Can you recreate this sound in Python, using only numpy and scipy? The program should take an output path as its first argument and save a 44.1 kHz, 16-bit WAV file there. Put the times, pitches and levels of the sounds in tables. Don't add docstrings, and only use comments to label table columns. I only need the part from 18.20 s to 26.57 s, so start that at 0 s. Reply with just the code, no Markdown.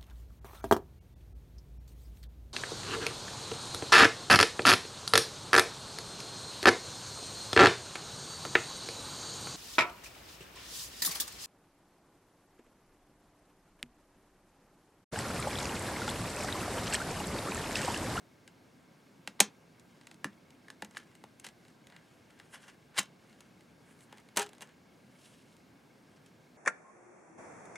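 import sys
import numpy as np
from scipy import signal
from scipy.fft import rfft, irfft
from scipy.io import wavfile
from scipy.ndimage import uniform_filter1d

SR = 44100
rng = np.random.default_rng(int(sys.argv[2]) if len(sys.argv) > 2 else 0)


def volts_from_db(level):
    exponent = np.asarray(level, float) / 20
    return 10 ** exponent


def generate_wav(signal):
    frames = np.transpose(np.atleast_2d(signal))
    scaled = np.clip(frames, -1, 1) * 32767
    pcm = np.round(scaled).astype(np.int16)
    wavfile.write(sys.argv[1], SR, pcm)


N = 369116

# [f/Hz, level/dB, t60/s]
TRAY = [(396.3, -8, 0.018), (546, -3, 0.022), (670, -2, 0.014), (807, -2.5, 0.028), (1077, -0.5, 0.0091)]
# [f/Hz, level/dB, t60/s]
DISC = [(1350, -8.5, 0.0066), (1630, -3.5, 0.018), (1767, 0, 0.0069), (2028, 2.5, 0.011)]
# [f/Hz, level/dB, t60/s]
HUB = [(2434, -1, .008), (2820, -4, 0.018), (3262, -1.5, 0.0077), (3980, 3, .005), (5070, -3, 0.006)]
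# [f/Hz, level/dB, t60/s]
RIM = [(1737, 6, 0.013), (1490, 2.5, 0.0092), (1200, 4.5, 0.0054)]


def contacts():
    # [t/s, strength/dB, tray share/dB, brightness/dB]
    hand_snaps = [(0.276, -37.5, -22, -4), (1.074, -21.5, -7.5, -7), (1.193, -36, 4, -17),
                  (1.202, -3.5, -1.5, 5), (1.205, -8, -7.5, 0), (1.209, -18.5, -18, -6),
                  (1.214, -31, 11, 3), (1.869, -37, -6, -2.5), (1.912, -37, -5.5, -6.5),
                  (1.942, -46.5, -12, -2), (2.043, -26.5, -4, 1), (2.054, -42, 10, -14),
                  (2.482, -42, -6, -9), (2.501, -36.5, -8.5, -2), (2.621, -26, 2.5, -8),
                  (2.646, -37, -1.5, 1), (2.748, -46, 0.5, -12), (2.769, -28, -8, -9),
                  (2.951, -46.5, -3.5, 0.5), (3.038, -38.5, 6.5, -7), (3.197, -42, -11, 4),
                  (3.243, -35, -9, -5), (3.248, -39, -3.5, 2), (3.265, -32.5, -9, -1.5),
                  (3.286, -39, -7, -2), (3.763, -36.5, -15, -13), (4.198, -39, -2.5, -8),
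                  (5.205, -43.5, -1, 3.5), (5.925, -38.5, 1.5, -8), (5.972, -48, 2.5, -2)]
    # [t/s, strength/dB, tray share/dB, brightness/dB]
    teeth = [
        (4.744, -46.5, -2.5, -13),
        (4.7575, -47, 0.5, -3.5),
        (4.764, -43, 6, -10),
        (4.772, -25, -10, -7),
        (4.777, -17, -15, -7),
        (4.784, -15, -30, -11),
        (4.7889, -13.5, -20, 0),
        (4.792, -20.5, -20, 5),
        (4.803, -36, 4, -2),
        (4.829, -50, 12, 15),
    ]
    # [t/s, strength/dB, brightness/dB]
    clatter = [(6.158, -39, -8), (6.162, -29.5, 3), (6.17, -16, 4), (6.173, -19.5, 4.5), (6.183, -38, -3),
               (6.19, -31, 11), (6.194, -20.5, 3.5), (6.202, -36, -8), (6.208, -30, -13), (6.217, -36, 10),
               (6.227, -30, 0), (6.236, -50, 0), (6.242, -47, -6), (6.262, -45, 5), (6.267, -41, -9),
               (6.29, -43.5, 0.5), (6.331, -43, -3), (6.349, -50, -1.5), (6.381, -48.5, -1),
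               (6.407, -39.5, -1), (6.414, -42.5, 2), (6.42, -38, 6.5)]
    # [t/s, strength/dB, brightness/dB]
    ticks = [(1.596, -51, 6), (1.811, -44, -10), (2.304, -47, -3), (2.709, -48.5, 1), (2.777, -45, 8),
             (2.799, -45, -9), (2.815, -51, -16), (3.45, -47.5, -8), (3.481, -48.5, -3), (3.669, -43, -2),
             (3.699, -45, -9), (3.722, -42.5, -16), (4.105, -49.5, -6), (4.189, -49.5, -3.5),
             (4.856, -49, -3), (5.096, -51.5, -3.5), (5.127, -49, -7), (5.407, -48.5, -5),
             (5.79, -57.5, 5.5), (5.806, -48, -2.5), (5.911, -58, -8), (2.13, -51, -14), (5.981, -43, -5.5),
             (5.999, -54, 3.5), (6.087, -46, -4.5), (6.472, -52, -3), (6.49, -52, -4), (7.015, -55, 1),
             (7.366, -56, 5), (8.061, -53.5, 1.5)]
    clatter_tray_db, tick_tray_db = 0, -5.5
    loose = [(s, db, clatter_tray_db, bright) for s, db, bright in clatter]
    faint = [(s, db, tick_tray_db, bright) for s, db, bright in ticks]
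    return np.array(hand_snaps + teeth + loose + faint)


def snaps():
    # [f/Hz, level/dB, t60/s]
    edge_modes = [(5864, -8, 0.011), (6600, -6.5, 0.017), (7485, 2.5, .004), (8410, -1, 0.0065),
                  (9420, -2, 0.007), (11030, -9, 0.0061), (12015, -10, 0.005), (14000, -8.5, .002)]
    rows = contacts()
    strength_db, tray_db, bright_db = rows[:, 1:2], rows[:, 2], rows[:, 3]

    length_ms = np.clip(2.2 + 0.017 * strength_db, .4, 5)
    age_ms = np.arange(1024) * 1000 / SR
    shape = np.exp(-age_ms / length_ms) + 0.3 * np.exp(-age_ms / 4)
    shape = shape * (1 - np.exp(-age_ms / 0.095))
    slips = rng.laplace(size=shape.shape) * shape
    for _ in range(4):
        tones = rfft(slips)
        slips = irfft(tones / uniform_filter1d(np.abs(tones), size=5, axis=1))
        slips *= shape / np.sqrt(uniform_filter1d(slips ** 2, size=41, axis=1) + 1e-12)
    slips *= volts_from_db(strength_db) / np.sqrt(np.sum(slips ** 2, axis=1, keepdims=True))

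    hub_lean_db = 0.18 * bright_db
    parts = [(TRAY, tray_db - 9), (DISC, -11 - hub_lean_db), (HUB, -8 + hub_lean_db),
             (edge_modes, bright_db - 7)]
    # shorter rings, 5 dB make-up gain
    blurred = [([(hz, db + 5, 0.48 * t60) for hz, db, t60 in modes], share) for modes, share in parts]
    near = struck(rows, size=2048, slips=slips, parts=parts)
    return near, struck(rows, size=2048, slips=slips, parts=blurred)


def struck(rows, size, slips, parts, bend=.025):
    hz, response = np.fft.rfftfreq(size, 1 / SR), 0
    for modes, share_db in parts:
        luck = rng.standard_normal((len(rows), len(modes), 2))
        for k, (mode_hz, level_db, t60) in enumerate(modes):
            centre = mode_hz * (1 + bend * luck[:, k, :1])
            damping = np.log(1000) / (np.pi * t60)
            gain = volts_from_db(share_db + level_db + 1.5 * luck[:, k, 1])[:, None]
            gain = gain * (-1) ** k
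            response = response + gain * 1j * hz / (centre ** 2 - hz ** 2 + 1j * hz * damping)
    tails = irfft(rfft(slips, size) * response * SR / (2 * np.pi), size)
    tails[:, -256:] = 0
    out = np.zeros(N + size)
    for s, tail in zip(rows[:, 0] + .0004, tails):
        start = round(s * SR)
        out[start:start + size] += tail
    return out[:N]


def rings():
    # [t/s, level/dB]
    rim_taps = [
        (2.0439, -26.5),
        (2.483, -47),
        (2.5021, -43),
        (2.6219, -35.5),
        (2.7685, -34.5),
        (3.245, -55),
        (4.2, -52.5),
        (4.785, -35.5),
    ]
    # [t/s, level/dB]
    landings = [
        (5.207, -60),
        (5.91, -61),
        (5.925, -54),
        (5.99, -58),
        (6.17, -26),
        (6.183, -26.5),
        (6.198, -32),
        (6.263, -50),
        (6.42, -51.5),
    ]
    # [f/Hz, level/dB, t60/s]
    open_tray = [(418, -9, 0.14), (808, -6, 0.15), (955, -8, 0.07), (1290, -4, 0.046)]
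    tap = np.hanning(9)[None] / 4
    rim, tray = np.array(rim_taps), np.array(landings)
    return (struck(rim, size=4096, slips=tap, parts=[(RIM, rim[:, 1])], bend=0.006)
            + struck(tray, size=8192, slips=tap, parts=[(open_tray, tray[:, 1])], bend=0.011))


def thuds():
    # [t/s, level/dB]
    knocks = [
        (1.075, -51.5),
        (1.207, -35.5),
        (2.048, -41),
        (2.055, -41.5),
        (2.623, -46.5),
        (3.038, -56.5),
        (4.789, -42),
        (6.169, -41),
        (6.414, -62),
    ]
    # [f/Hz, level/dB, t60/s]
    carpet_modes = [(178, -2, 0.0562), (205, 0, 0.11), (295, 2.5, 0.036)]
    rows = np.array(knocks)
    push = np.hanning(100)[None] / 25
    return struck(rows, size=8192, slips=push, parts=[(carpet_modes, rows[:, 1])])


def rubs():
    # [f/Hz, density/dB]
    skin_colour = [(1760, -8), (3000, 9), (3360, 6), (4200, 3), (4900, 2), (9730, -2), (15100, -22.5),
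                   (16000, -27)]
    hiss_gain, body_gain = pressure()
    catches = rng.random(N) < 10000 / SR
    grains = catches * rng.laplace(size=N) * volts_from_db(2.6 * drift(60))
    bin_hz = np.fft.rfftfreq(N, 1 / SR) + 1
    hiss = rms_one(irfft(rfft(grains) * volts_from_db(at_hz(skin_colour, bin_hz)), N))
    modes = TRAY[4:] + DISC + HUB[:3]
    body = rms_one(sum(volts_from_db(level_db) * ring(grains, hz, 0.63 * t60) for hz, level_db, t60 in modes))
    rim_hz, _, rim_t60 = RIM[0]
    body = body + volts_from_db(-10) * rms_one(ring(grains, rim_hz, rim_t60))
    body = signal.sosfilt(signal.butter(2, 700, "high", fs=SR, output="sos"), body)
    return volts_from_db(1.64) * hiss_gain * hiss + volts_from_db(-5.5) * body_gain * body


def pressure():
    # [start t/s, length/s, hiss level/dB, body over hiss/dB]
    light_rubs = [
        (1.699, 0.24, -75.5, 4),
        (3.397, 0.13, -75.5, 4.5),
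        (3.82, .18, -77.5, 0.5),
        (4.082, 0.19, -76.5, 10.5),
        (4.995, 0.32, -76.5, 7),
        (5.873, 0.12, -77.5, 11),
        (6.03, .12, -82, 12),
        (6.28, .12, -84, 18),
        (6.44, 0.084, -79.5, 15),
    ]
    # [peak t/s, swell/s, ebb/s, hiss level/dB, body over hiss/dB]
    strokes = [(2.766, 0.054, 0.0037, -59, 7.5), (2.774, .005, 0.021, -49, -7), (2.8, .02, 0.33, -68.5, 8),
               (3.246, 0.011, .025, -50.5, 3.5), (3.266, 0.014, .035, -53.5, 2),
               (3.75, .15, 0.13, -73.5, 16), (4.35, 0.055, 0.054, -55.5, 8), (4.44, 0.071, 0.075, -62, 5.5),
               (4.483, .04, 0.078, -58.5, 7), (4.771, 0.056, 0.017, -64, 15), (4.79, .022, 0.018, -26, 3.5),
               (4.81, .01, 0.044, -67, 3), (5.706, 0.13, .1, -73, 10), (5.815, 0.039, 0.058, -71.5, 7.5),
               (5.935, .05, 0.041, -79, 16), (5.992, 0.042, 0.046, -77, 15), (6.175, 0.0028, 0.055, -32, 8),
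               (6.227, 0.044, 0.012, -45.5, 0), (6.423, 0.017, 0.026, -50.5, 9),
               (7.068, 0.26, .35, -64.5, -6), (7.32, .12, .1, -71, -3.5), (7.972, 0.21, 0.028, -75, -5.5),
               (8.068, .06, .03, -69, 3.5)]
    fade_s = 0.046
    t, hiss, body = np.arange(N) / SR, np.zeros(N), np.zeros(N)
    for s, length, db, body_db in light_rubs:
        inside = np.minimum(t - s, s + length - t)
        touch = volts_from_db(db) * np.clip(inside / fade_s + .5, 0, 1)
        hiss += touch
        body += touch * volts_from_db(body_db)
    for s, swell, ebb, db, body_db in strokes:
        on, touch = swell_ebb(s, swell, ebb, db)
        hiss[on] += touch
        body[on] += touch * volts_from_db(body_db)
    return hiss, body


def swell_ebb(s, swell, ebb, db):
    on = np.arange(round((s - 2 * swell) * SR), round((s + 2 * ebb) * SR))
    away = np.maximum((s - on / SR) / swell, (on / SR - s) / ebb)
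    return on, volts_from_db(db - 25 * away)


def whispers():
    # [peak t/s, swell/s, ebb/s, level/dB]
    glides = [
        (4.255, .04, 0.035, -73),
        (4.345, 0.05, 0.034, -56.5),
        (4.42, 0.043, 0.081, -68.5),
        (5.72, 0.19, .06, -71),
        (5.835, 0.093, 0.037, -65),
        (7.07, .3, 0.29, -70),
    ]
    centre_hz, width_hz = 8960, 2500
    gain, hz = np.zeros(N), np.fft.rfftfreq(N, 1 / SR)
    for glide in glides:
        on, touch = swell_ebb(*glide)
        gain[on] += touch
    band = 1 / (1 + ((hz - centre_hz) / width_hz) ** 4)
    return gain * rms_one(irfft(rfft(rng.standard_normal(N)) * band, N))


def room(x):
    # [f/Hz, t60/s]
    room_decay = [(150, 0.27), (700, 0.16), (4000, 0.15), (12000, 0.085)]
    room_db, side_db = -13, -20
    hop, count = 64, 230
    hz = np.fft.rfftfreq(2 * hop, 1 / SR) + 1
    age = np.arange(count)[:, None] * hop / SR
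    phase = np.exp(2j * np.pi * rng.random((2, count, hop + 1)))
    tones = volts_from_db(-60 * age / at_hz(room_decay, hz)) * phase
    bursts = irfft(tones) * np.sin(np.pi * np.arange(2 * hop) / (2 * hop))
    mid, side = (bursts[:, 1:, :hop] + bursts[:, :-1, hop:]).reshape(2, -1)
    tail = mid + volts_from_db(side_db) * side * [[1], [-1]]
    tail = tail * (1 - np.exp(-(np.arange(len(mid)) / SR / 0.0031) ** 2))
    tail = volts_from_db(room_db) * tail / np.sqrt(np.sum(tail ** 2) / 2)
    return signal.fftconvolve(x[None], tail, axes=1)[:, :N]


def ports(x):
    shadow_db, shadow_hz, left_db = -17.5, 3000, .15
    hz = np.fft.rfftfreq(N, 1 / SR) + 1
    bent = rng.standard_normal(160) * np.exp(-np.arange(160) / 25)
    twist = 1j * np.tanh(4 * rfft(bent / np.linalg.norm(bent), N).imag)
    side = volts_from_db(shadow_db) * twist / (1 + (shadow_hz / hz) ** 8)
    return irfft(rfft(x) * np.array([volts_from_db(left_db) + side, volts_from_db(-left_db) - side]), N)


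def whirr():
    # [f/Hz, width/Hz, level/dB]
    drive_modes = [(1593, 60, -79), (2186, 68, -79.5)]
    gear_rates = (26.6, 33.5)
    t = np.arange(N) / SR
    throb = sum(np.cos(2 * np.pi * hz * t + .5 * drift(1.5)) for hz in gear_rates)
    out = np.zeros(N)
    for (hz, width_hz, level_db), throb_db in zip(drive_modes, (1.5, 6)):
        t60 = np.log(1000) / (np.pi * width_hz)
        force = rng.standard_normal(N) * volts_from_db(throb_db * throb)
        out += volts_from_db(level_db) * rms_one(ring(force, hz, t60))
    return out


def floor():
    # [f/Hz, level/dB]
    floor_colour = [(15, -59), (25, -34), (146, -2.5), (208, -4), (244, -3), (338, -8.5), (1000, -18),
                    (1550, -21.5), (1920, -24.5), (2200, -18.5), (2660, -26), (4830, -27.5), (13500, -39),
                    (16400, -44)]
    # [f/Hz, side minus mid/dB]
    floor_width = [(60, -9), (130, -16.5), (290, -10.5), (640, -5), (1410, -5), (3100, -8.5), (6820, -34),
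                   (15000, -16.5)]
    bands = banded_noise(floor_colour, floor_width, size=N)
    return volts_from_db(-61) * rms_one(sum(band * volts_from_db(0.782 * drift(9.9)) for band in bands))


def banded_noise(spectrum, side_db, size):
    band_edges = 22 * 2 ** (np.arange(30) / 3)
    white = rng.standard_normal((2, 2, size))
    for k, (low, high) in enumerate(zip(band_edges, band_edges[1:])):
        band = signal.butter(2, [low, high], "band", fs=SR, output="sos")
        mid, side = signal.sosfilt(band, white[k % 2])
        hz = np.sqrt(low * high)
        yield volts_from_db(at_hz(spectrum, hz)) * (mid + volts_from_db(at_hz(side_db, hz)) * side * [[1], [-1]])


def ring(force, hz, t60):
    r, w = volts_from_db(-60 / (t60 * SR)), 2 * np.pi * hz / SR
    return signal.lfilter([0, np.sin(w)], [1, -2 * r * np.cos(w), r * r], force + 1e-18)


def drift(rate):
    r = np.exp(-80 * np.pi * rate / SR)
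    slow = signal.lfilter([1], [1, -2 * r, r * r], rng.standard_normal(N // 40 + 2002))[2000:]
    return np.interp(np.arange(N) / 40, np.arange(len(slow)), rms_one(slow))


def rms_one(x):
    return x / np.sqrt(np.mean(x ** 2) + 1e-20)


def at_hz(points, hz):
    table_hz, values = np.transpose(points)
    return np.interp(np.log(hz), np.log(table_hz), values)


def scene():
    near, all_round = snaps()
    rest = thuds() + rings() + rubs() + whispers()
    cut = signal.butter(4, 72, "high", fs=SR, output="sos")
    near, all_round = signal.sosfilt(cut, [near + rest, all_round + rest])
    return ports(near + room(all_round)) + whirr() + floor()


def roll_off(x):
    return signal.sosfilt(signal.butter(12, 16530, fs=SR, output="sos"), x)


def record(dry):
    rounded = 1.1 * np.tanh(dry / 1.1)
    top_cut = signal.cheby2(16, 90, 17300, fs=SR, output="sos")
    return roll_off(signal.sosfilt(top_cut, rounded))


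dry = scene()
out = record(dry)
generate_wav(out)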